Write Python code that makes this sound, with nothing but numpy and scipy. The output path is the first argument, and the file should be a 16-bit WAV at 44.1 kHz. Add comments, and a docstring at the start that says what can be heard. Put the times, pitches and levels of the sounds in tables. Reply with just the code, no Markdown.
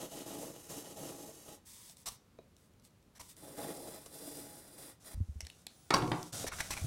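"""A utility knife cuts foam board in two passes, on a wooden workbench in a small carpeted room.
Foam cells burst under the blade and make the sheet drum; the tip scratches and snags.
The blade clicks back into its handle and the knife is dropped, ringing the bench.
Then the board is dragged up and cracks along the cut."""
import sys
import numpy as np
from scipy import signal
from scipy.fft import rfft, irfft
from scipy.io import wavfile
from scipy.ndimage import uniform_filter1d, map_coordinates

SR = 44100
rng = np.random.default_rng(int(sys.argv[2]) if len(sys.argv) > 2 else 0)


def output_pcm(signal):
    """Save a mono or channel-first signal as 16-bit PCM at the path in sys.argv[1].

    Samples are clipped to [-1, 1] before scaling.
    """
    pcm = np.clip(np.atleast_2d(signal).T, -1, 1) * 32767
    wavfile.write(sys.argv[1], SR, np.round(pcm).astype(np.int16))


N = 302526
TIME = np.arange(N) / SR

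# spectrum of snapping cells and fibres: freq_hz, rel_db
SIZZLE_SPECTRUM = [(410, -46), (700, -4.5), (1120, -26), (1720, -31), (2040, -20.5), (3100, -14.5),
                   (4070, -8), (4820, -12), (5860, -4), (6680, -13.5), (7510, -7.5), (13000, -16.5),
                   (15800, -26)]


def cutting():
    """Two passes of the blade through the board, each with its own timbre."""
    # paper facing resonances: freq_hz, width_hz, rel_db
    paper_1 = [(1320, 260, -1), (1893, 68, 0.5), (2960, 195, 0.5), (3200, 120, 3), (3810, 1100, -3)]
    paper_2 = [(1310, 880, 3.5), (2005, 310, 5.5), (2440, 150, -1), (3450, 320, 2.5), (3940, 123, 1.5)]
    # foam fizz spectra: freq_hz, rel_db
    fizz_1 = [(2800, -9), (4000, -16.5), (5000, -2.5), (6500, 0.5), (7600, 0.5), (9800, -0.5), (10600, -5),
              (11400, -5), (13000, -4), (15800, -11.5)]
    fizz_2 = [(3000, -14.5), (4200, -14), (5000, -4.5), (6400, -9.5), (7600, -3.5), (8800, -2.5), (9700, 1),
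              (10900, -6.5), (13500, -6), (15800, -12.5)]
    # blade and slit resonances: freq_hz, width_hz, rel_db
    rings_1 = [(3900, 86, 0), (4670, 110, -1.5), (5780, 79, -2), (6440, 130, 5.5), (7450, 210, -4.5),
               (9100, 110, 2.5), (10030, 230, -0.5), (11340, 250, 2.5)]
    rings_2 = [(3550, 66, -1.5), (4040, 84, -0.5), (4830, 120, -1), (5700, 130, -6.5), (6870, 61, -9),
               (8440, 130, -9), (9560, 460, 0), (11200, 93, -9), (11700, 110, -1)]
    first = blade_pass(paper_1, fizz_1, rings_1, span_s=(-0.1, 1.63), echo_s=0.0011, echo_gain=0.3,
                       drag_start_s=-0.05, drag_length_s=1.595, drag_db=-56)
    second = blade_pass(paper_2, fizz_2, rings_2, span_s=(3.34, 5.146), echo_s=0.00145, echo_gain=0.4,
                        drag_start_s=3.35, drag_length_s=1.565, drag_db=-58)
    return first + second


def blade_pass(paper, foam, rings, span_s, echo_s, echo_gain, drag_start_s, drag_length_s, drag_db):
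    """The blade bursts foam cells and paper fibres in uneven slips; the sheet radiates the lows."""
    # hand pushes: start_s, length_s, fizz_rel_db, drum_offset_db, rasp_offset_db
    pushes = [(-0.02, 0.042, -47, 3.5, -5), (0.089, 0.12, -49.5, 0, -4.5), (0.24, 0.1, -49, 3, -5.5),
              (0.361, 0.11, -49.5, 4, -9.5), (0.517, 0.036, -58.5, 6, -2.5), (0.673, 0.11, -47, -0.5, -8),
              (0.814, 0.095, -52.5, 1, -6), (0.944, 0.17, -49.5, 3, -7), (1.115, 0.17, -52.5, 1, -9.5),
              (1.437, 0.076, -54, -0.5, -6), (3.41, 0.18, -54.5, 2.5, -8.5), (3.551, 0.15, -48, 4.5, -5.5),
              (3.708, 0.16, -50.5, 2.5, -16), (3.833, 0.12, -50, 0, -9), (4.107, 0.21, -50, -3, -13.5),
              (4.215, 0.2, -47.5, -3, -14), (4.42, 0.16, -52.5, -4, -11.5), (4.762, 0.11, -50.5, -6, -9),
              (5.031, 0.28, -51, -9, -6.5)]
    # sheet drumming spectrum: freq_hz, rel_db
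    sheet_spectrum = [(60, -35.5), (130, -4), (200, -6), (280, 1), (400, -1), (560, -2), (800, -14),
                      (1000, -14.5), (1350, -23.5), (2000, -30)]
    # sheet modes: freq_hz, width_hz, rel_db
    sheet_modes = [(146.3, 25, 0), (263.3, 51, -2), (296, 7.5, 2.5), (377, 7.7, -7), (529, 28, -15.5),
                   (526, 44, -16), (650, 72, -2), (836, 23, 0.5)]
    start_s, length_s, push_db, drum_offset_db, rasp_offset_db = np.transpose(pushes)

    def force(push_offset_db, drag_offset_db):
        """Envelope: tiring pushes stand out of a light, steady drag."""
        pushing = strokes(zip(start_s, length_s, push_db + push_offset_db),
                          rise=0.035, sag_db_per_s=8.5, fall=0.054)
        drag = strokes([(drag_start_s, drag_length_s, drag_db + drag_offset_db)],
                       rise=0.035, sag_db_per_s=0, fall=0.022)
        return np.maximum(pushing, drag)

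    gate = uniform_filter1d(1.0 * ((TIME > span_s[0]) & (TIME < span_s[1])), 128)
    slips = flutter(per_s=110, depth_db=1.2) * gate
    drum = through(grains(per_s=1500, spread_db=2), colour(sheet_spectrum))
    drum += from_db(-4.5) * through(grains(per_s=1500, spread_db=6.5), resonances(sheet_modes))
    rasp = through(grains(per_s=3000, spread_db=2.5), resonances(paper))
    fizz = through(grains(per_s=16000, spread_db=2.5), colour(foam))
    # reflections off the moving hand and forearm ripple the fizz
    lag_s = echo_s * flutter(per_s=2.48, depth_db=-0.27)
    off_hand = map_coordinates(fizz, [(TIME - lag_s) * SR], order=3)
    off_arm = map_coordinates(fizz, [(TIME - 2.5 * lag_s) * SR], order=3)
    singing = from_db(-6.5) * through(grains(per_s=7400, spread_db=4.5), resonances(rings))
    fizz = rms_one(fizz + echo_gain * off_hand + 0.36 * off_arm + singing)
    return slips * (from_db(-2.52) * force(drum_offset_db, drag_offset_db=-5) * drum
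                    + from_db(-3.3) * force(rasp_offset_db, drag_offset_db=-9.5) * rasp
                    + from_db(-2.05) * force(0, 0) * fizz)


def tip_scratches():
    """The tip skims the paper fibres without biting: fine, bright grit."""
    # skims: start_s, length_s, level_db
    skims = [(1.645, 0.26, -55.5), (1.955, 0.047, -61), (2.055, 0.068, -55.5), (2.56, .09, -73.5),
             (2.825, 0.017, -63), (3.19, 0.068, -60.5), (3.27, 0.025, -54)]
    # grit spectrum: freq_hz, rel_db
    grit_spectrum = [(530, -50), (900, -4.5), (1520, -15), (1950, -5.5), (2600, -10.5), (3670, -1),
                     (4040, -8), (4710, -2), (7410, -1.5), (8150, 2.5), (13900, -7), (15500, -7)]
    skimming = strokes(skims, rise=0.029, sag_db_per_s=6, fall=0.035)
    return skimming * through(grains(per_s=14000, spread_db=3), colour(grit_spectrum))


def foam_cracks():
    """Runs of cells give way with a sizzle; the cut edges stick and slip, creaking."""
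    # snags and breaks: start_s, length_s, sizzle_db, creak_rel_db, creak_hz
    breaks = [(2.057, 0.032, -41, -51.5, 1160), (3.15, 0.031, -62, -69, 1750),
              (3.194, 0.022, -50.5, -55, 1060), (4.057, 0.011, -54.5, -61.5, 1270),
              (6.464, 0.022, -41, -45, 1800), (6.516, 0.021, -52, -45, 1440),
              (6.585, 0.015, -46, -44.5, 1840), (6.602, 0.0069, -35, -36, 2000),
              (6.704, 0.0076, -35.5, -37, 950), (6.714, 0.027, -44.5, -46.5, 2500),
              (6.765, 0.019, -49, -46, 2350)]
    # crunch spectrum: freq_hz, rel_db
    crunch_spectrum = [(100, 13.5), (300, -2.5), (600, -3), (950, 9), (1400, 4.5), (2200, 8), (2900, -1),
                       (4500, -8), (8000, -29)]
    start_s, length_s, sizzle_db, creak_rel_db, creak_hz = np.transpose(breaks)
    breaking = bursts(start_s, length_s, sizzle_db, rise=0.003, fall=0.0039)
    sizzle = through(breaking * grains(per_s=12000, spread_db=2.5), colour(SIZZLE_SPECTRUM))
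    slips = grains(per_s=4900, spread_db=3.5)
    runs, creaks = 0, 0
    for at_s, held_s, db, hz in zip(start_s, length_s, creak_rel_db, creak_hz):
        run = bursts([at_s], [held_s], [db], rise=0.001, fall=0.0039) * slips
        runs += run
        creaks += through(run, resonances([(hz, 170, 0)], size=1024))
    crunch = through(runs, colour(crunch_spectrum))
    return sizzle + from_db(-2.5) * crunch + from_db(-3.5) * creaks


def knife_drop():
    """The metal handle lands, chatters and rocks to rest; the bench top rings on."""
    # landings: start_s, chatter_s, bench_db, clack_db, steel_db
    landings = [(5.9049, 0.0046, -42, -22.5, -40), (5.9387, 0.0064, -36, -27.5, -20.5),
                (5.966, 0.0016, -41, -33, -31), (6.020, 0.0067, -33, -41, -59),
                (6.075, 0.0035, -50.5, -46, -45), (6.1165, 0.0033, -35, -30.5, -59),
                (6.128, 0.0014, -51, -42, -56), (6.229, 0.0018, -52, -66, -53)]
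    # bench modes: freq_hz, rel_db, t60_s
    bench_modes = [(131.7, 1, 0.23), (169, -7, 0.43), (243.5, -5, 0.7), (296.5, -6, 0.31), (309.3, 1, 0.23),
                   (378.5, -4, 1), (490, -9.5, 0.31), (576, -19, 0.37), (721, -8.5, 0.3), (736, -7, 0.14),
                   (875, -14, 0.29), (970, -14, 0.24), (950, -8, 0.17), (1016, -14, 0.38),
                   (1100, -10, 0.19), (1150, -16, 0.18), (1362, -17, 0.15), (1780, -34, 0.12),
                   (2490, -36, 0.12)]
    # contact spectrum: freq_hz, rel_db
    clack_spectrum = [(90, -3), (150, -12.5), (400, 5), (750, 5), (1050, 4.5), (1500, -3), (2100, -1),
                      (2900, -7.5), (4000, -4), (5500, -15), (9000, -20), (15000, -40)]
    # knife body modes: freq_hz, width_hz, rel_db
    steel_modes = [(1060, 230, 5.5), (3480, 320, -9.5), (4630, 164, 2), (5620, 530, -6.5),
                   (8400, 2000, -17)]
    start_s, chatter_s, bench_db, clack_db, steel_db = np.transpose(landings)
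    rocking = strokes([(5.945, 0.24, -36)], rise=0.0071, sag_db_per_s=43, fall=0.063)
    rattle = rocking * grains(per_s=500, spread_db=3)
    bench = strike(zip(start_s, bench_db), bench_modes)
    bench += through(rattle, resonances([(hz, 18, db) for hz, db, _ in bench_modes]))
    clack = bursts(start_s, chatter_s, clack_db, rise=0.0002, fall=0.0011) * rng.standard_normal(N)
    clack = through(clack, colour(clack_spectrum))
    steel = bursts(start_s, chatter_s, steel_db, rise=0.00035, fall=0.0012) * rng.standard_normal(N)
    steel = through(steel, resonances(steel_modes))
    # close upper modes blur into one tail
    clack = diffuse(clack, t60=0.3, wet_db=-5.5, dull_hz=2270, gap=0.0017)
    steel = diffuse(steel, t60=0.067, wet_db=-11.5, dull_hz=7000, gap=0.00058)
    return bench + clack + steel


def blade_slider():
    """The slider snaps back through its notches; the handle rings briefly."""
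    # notches: start_s, level_db, pitch_hz
    notches = [(5.4054, -35.5, 5600), (5.414, -45, 6000), (5.449, -49, 3720), (5.4678, -42.5, 5450),
               (5.4999, -46, 3440), (5.667, -35.5, 4000)]
    # freq_hz, width_hz, rel_db
    handle_modes = [(1900, 500, -7), (7100, 900, -7), (11200, 2000, -12), (750, 500, -13)]
    out = np.zeros(N)
    for start_s, db, hz in notches:
        snap = bursts([start_s], [0.0016], [db], rise=0.00036, fall=0.0014) * rng.standard_normal(N)
        out += through(snap, resonances([(hz, 900, 0)] + handle_modes, size=1024))
    return out


def paper_ticks():
    """Single fibres snap; fainter ones come at random while the tip feels for the cut."""
    # dry ticks: start_s, rel_db
    fibre_snaps = [(1.8966, -35), (1.91, -42), (1.9693, -37), (2.032, -50), (2.566, -45), (2.85, -43.5),
                   (3.3667, -37), (4.061, -32), (6.229, -27)]
    faint = [(rng.uniform(2.56, 3.15), rng.normal(-54, 2)) for _ in range(8)]
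    start_s, rel_db = np.transpose(fibre_snaps + faint)
    snapping = bursts(start_s, np.zeros_like(start_s), rel_db, rise=0.00015, fall=0.0014)
    return from_db(-9) * through(snapping * rng.standard_normal(N), colour(SIZZLE_SPECTRUM))


def sheet_taps():
    """The sheet taps the bench and rings briefly."""
    # taps: start_s, level_db
    taps = [(2.3882, -44), (3.692, -54), (4.062, -49), (6.4425, -32)]
    # tapped sheet modes: freq_hz, rel_db, t60_s
    tap_modes = [(268, -10, 0.053), (383, -2.5, 0.062), (507, 9.5, 0.009), (684, -1, 0.033),
                 (1000, -12.5, 0.017), (2470, -17, 0.024), (3870, -16.5, .035), (6400, -19, .012)]
    return strike(taps, tap_modes)


def rubbing():
    """Hands on paper, board on wood: dense contacts merge to a hiss."""
    # rubs: start_s, length_s, level_db
    rubs = [(4.995, 0.035, -63), (5.15, 0.32, -73.5), (5.41, .2, -67), (5.67, 0.38, -67),
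            (5.93, 0.034, -45.5), (6.0, 0.267, -55.5), (6.32, 0.1, -42.5), (6.52, 0.59, -49.5)]
    # friction spectrum: freq_hz, rel_db
    friction_spectrum = [(47, -37), (80, 15.5), (376, -1.5), (560, 2.5), (763, 5), (911, -8.5), (1480, -1),
                         (1660, -7.5), (2520, -9), (3590, -1.5), (4190, -4.5), (5710, 0.5), (9290, -0.5),
                         (15800, -14.5)]
    movement = strokes(rubs, rise=0.014, sag_db_per_s=0, fall=0.041)
    return movement * through(grains(per_s=25000, spread_db=4.5), colour(friction_spectrum))


def dull_bumps():
    """Things moved about give bumps a few cycles long, each with a weak overtone."""
    # bumps: start_s, level_db, pitch_hz
    knocks = [(5.144, -36.5, 58.5), (5.17, -33.5, 79.5), (5.204, -24.5, 87), (6.817, -32.5, 79.6),
              (6.842, -28.5, 119)]
    dying_run = [(5.287 + 0.07 * k, -34.5 - 3 * k, 72.4) for k in range(3)]
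    fundamentals = knocks + dying_run
    overtones = [(start_s, db - 12.5, hz * 2.22) for start_s, db, hz in fundamentals]
    out = np.zeros(N)
    for start_s, db, hz in fundamentals + overtones:
        at = round(start_s * SR)
        cycles = hz * TIME[:min(SR // 4, N - at)]
        swell = cycles / 0.7
        out[at:at + len(cycles)] += from_db(db) * swell * np.exp(1 - swell) * np.sin(2 * np.pi * cycles)
    return out


def thin_squeak():
    """Three faint, unsteady partials arch up and down in pitch together."""
    start_s, length_s, top_hz, arch_depth = 5.70, 0.21, 9950, 0.085
    progress = np.clip((TIME - start_s) / length_s, 0, 1)
    arch = 1 - arch_depth * (2 * progress - 1.15) ** 2
    pitch_hz = top_hz * arch * flutter(per_s=120, depth_db=0.02)
    phase = 2 * np.pi * np.cumsum(pitch_hz) / SR
    partials = sum(flutter(per_s=40, depth_db=3) * np.sin(ratio * phase) for ratio in (0.975, 1.03, 1.58))
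    swell = 2 * np.sqrt(progress * (1 - progress))
    return from_db(-74) * swell * partials


def room_air():
    """Quiet, steady noise, strongest in the bass."""
    # freq_hz, rel_db
    air_spectrum = [(15, -58), (25, -13), (88, -2), (237, -7.5), (293, -12), (427, -14.5), (515, -16.5),
                    (573, -16.5), (621, -20.5), (1390, -24), (1580, -26), (10900, -35), (15000, -39)]
    return from_db(-66) * through(rng.standard_normal(N), colour(air_spectrum))


def from_db(db):
    """Decibels to gain."""
    return 10 ** (np.asarray(db) / 20)


def rms_one(x):
    """Scale to unit power."""
    return x / np.sqrt(np.mean(x ** 2) + 1e-20)


def through(x, response):
    """Pass a sound through an impulse response of unit energy."""
    return signal.oaconvolve(x, response / np.linalg.norm(response))[:N]


def colour(spectrum, size=4096):
    """Causal (minimum-phase) response with a given spectrum."""
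    hz, db = np.transpose(spectrum)
    grid = np.maximum(np.fft.rfftfreq(size, 1 / SR), 1)
    cepstrum = irfft(np.log(from_db(np.interp(np.log(grid), np.log(hz), db))))
    cepstrum[1:size // 2] *= 2
    cepstrum[size // 2 + 1:] = 0
    return irfft(np.exp(rfft(cepstrum)))


def resonances(peaks, size=8192):
    """Response of parallel resonances with given widths and peak heights."""
    t = TIME[:size]
    return sum(from_db(db) * width * np.exp(-np.pi * width * t) * np.sin(2 * np.pi * hz * t) * (-1) ** k
               for k, (hz, width, db) in enumerate(peaks))


def strike(blows, modes):
    """Each blow (s, dB) sets all modes (Hz, dB, t60) ringing."""
    t, clicks = TIME[:SR], np.zeros(N)
    for s, db in blows:
        clicks[round(s * SR)] += from_db(db)
    ring = sum(from_db(db - 60 * t / t60) * np.sin(2 * np.pi * hz * t) * (-1) ** k
               for k, (hz, db, t60) in enumerate(modes))
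    return signal.oaconvolve(clicks, ring)[:N]


def grains(per_s, spread_db):
    """Tiny fractures at random moments, of uneven size; unit power."""
    sizes = from_db(spread_db * np.minimum(rng.exponential(1, N), 4.5)) * rng.choice([-1, 1], N)
    return rms_one(sizes * (rng.random(N) < per_s / SR))


def bursts(starts, lengths, levels_db, rise, fall):
    """Envelope of contacts that rise, hold and die away."""
    out, t = np.zeros(N), TIME[:SR // 4]
    for s, length, db in zip(starts, lengths, levels_db):
        at = round(s * SR)
        shape = from_db(db) * (1 - np.exp(-t / rise)) * np.exp(-np.maximum(t - length, 0) / fall)
        out[at:at + len(t)] += shape[:N - at]
    return out


def strokes(rows, rise, sag_db_per_s, fall):
    """Envelope of smooth movements: start_s, length_s, level_db; rise and fall in seconds."""
    out, clock = 0, TIME[::32]
    for s, length, db in rows:
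        t = np.maximum(clock - s, 0)
        attack = np.sin(np.pi / 2 * np.minimum(t / rise, 1)) ** 2
        release = np.exp(-(np.maximum(t - length, 0) / fall) ** 2)
        out = np.maximum(out, from_db(db - sag_db_per_s * t) * attack * release)
    return np.interp(TIME, clock, out)


def flutter(per_s, depth_db):
    """A gain that wanders at random."""
    knots = rng.standard_normal(4096)
    return from_db(depth_db * np.interp(TIME * per_s, np.arange(len(knots)), knots))


def diffuse(x, t60, wet_db, dull_hz, gap):
    """Add a dense tail of reflections whose treble dies sooner."""
    t, noise = TIME[:SR], rng.standard_normal(SR)
    low = signal.sosfilt(signal.butter(2, min(dull_hz, SR / 3), fs=SR, output="sos"), noise)
    tail = (low * from_db(-60 * t / t60) + .5 * (noise - low) * from_db(-90 * t / t60)) * (t > gap)
    return x + from_db(wet_db) * through(x, tail)


def scene():
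    """Bench sounds in a small room, plus dry bumps and room air; mono."""
    near = cutting() + tip_scratches() + foam_cracks() + paper_ticks() + sheet_taps()
    near += rubbing() + blade_slider() + thin_squeak() + knife_drop()
    in_room = diffuse(near, t60=0.29, wet_db=-13.5, dull_hz=6350, gap=0.00541)
    return (in_room + dull_bumps() + room_air())[None]


def record(dry):
    """Steep low-pass on the top treble."""
    cutoff_hz = 15850
    return signal.sosfilt(signal.ellip(12, .1, 80, cutoff_hz, fs=SR, output="sos"), dry)


dry = scene()
out = record(dry)
output_pcm(out)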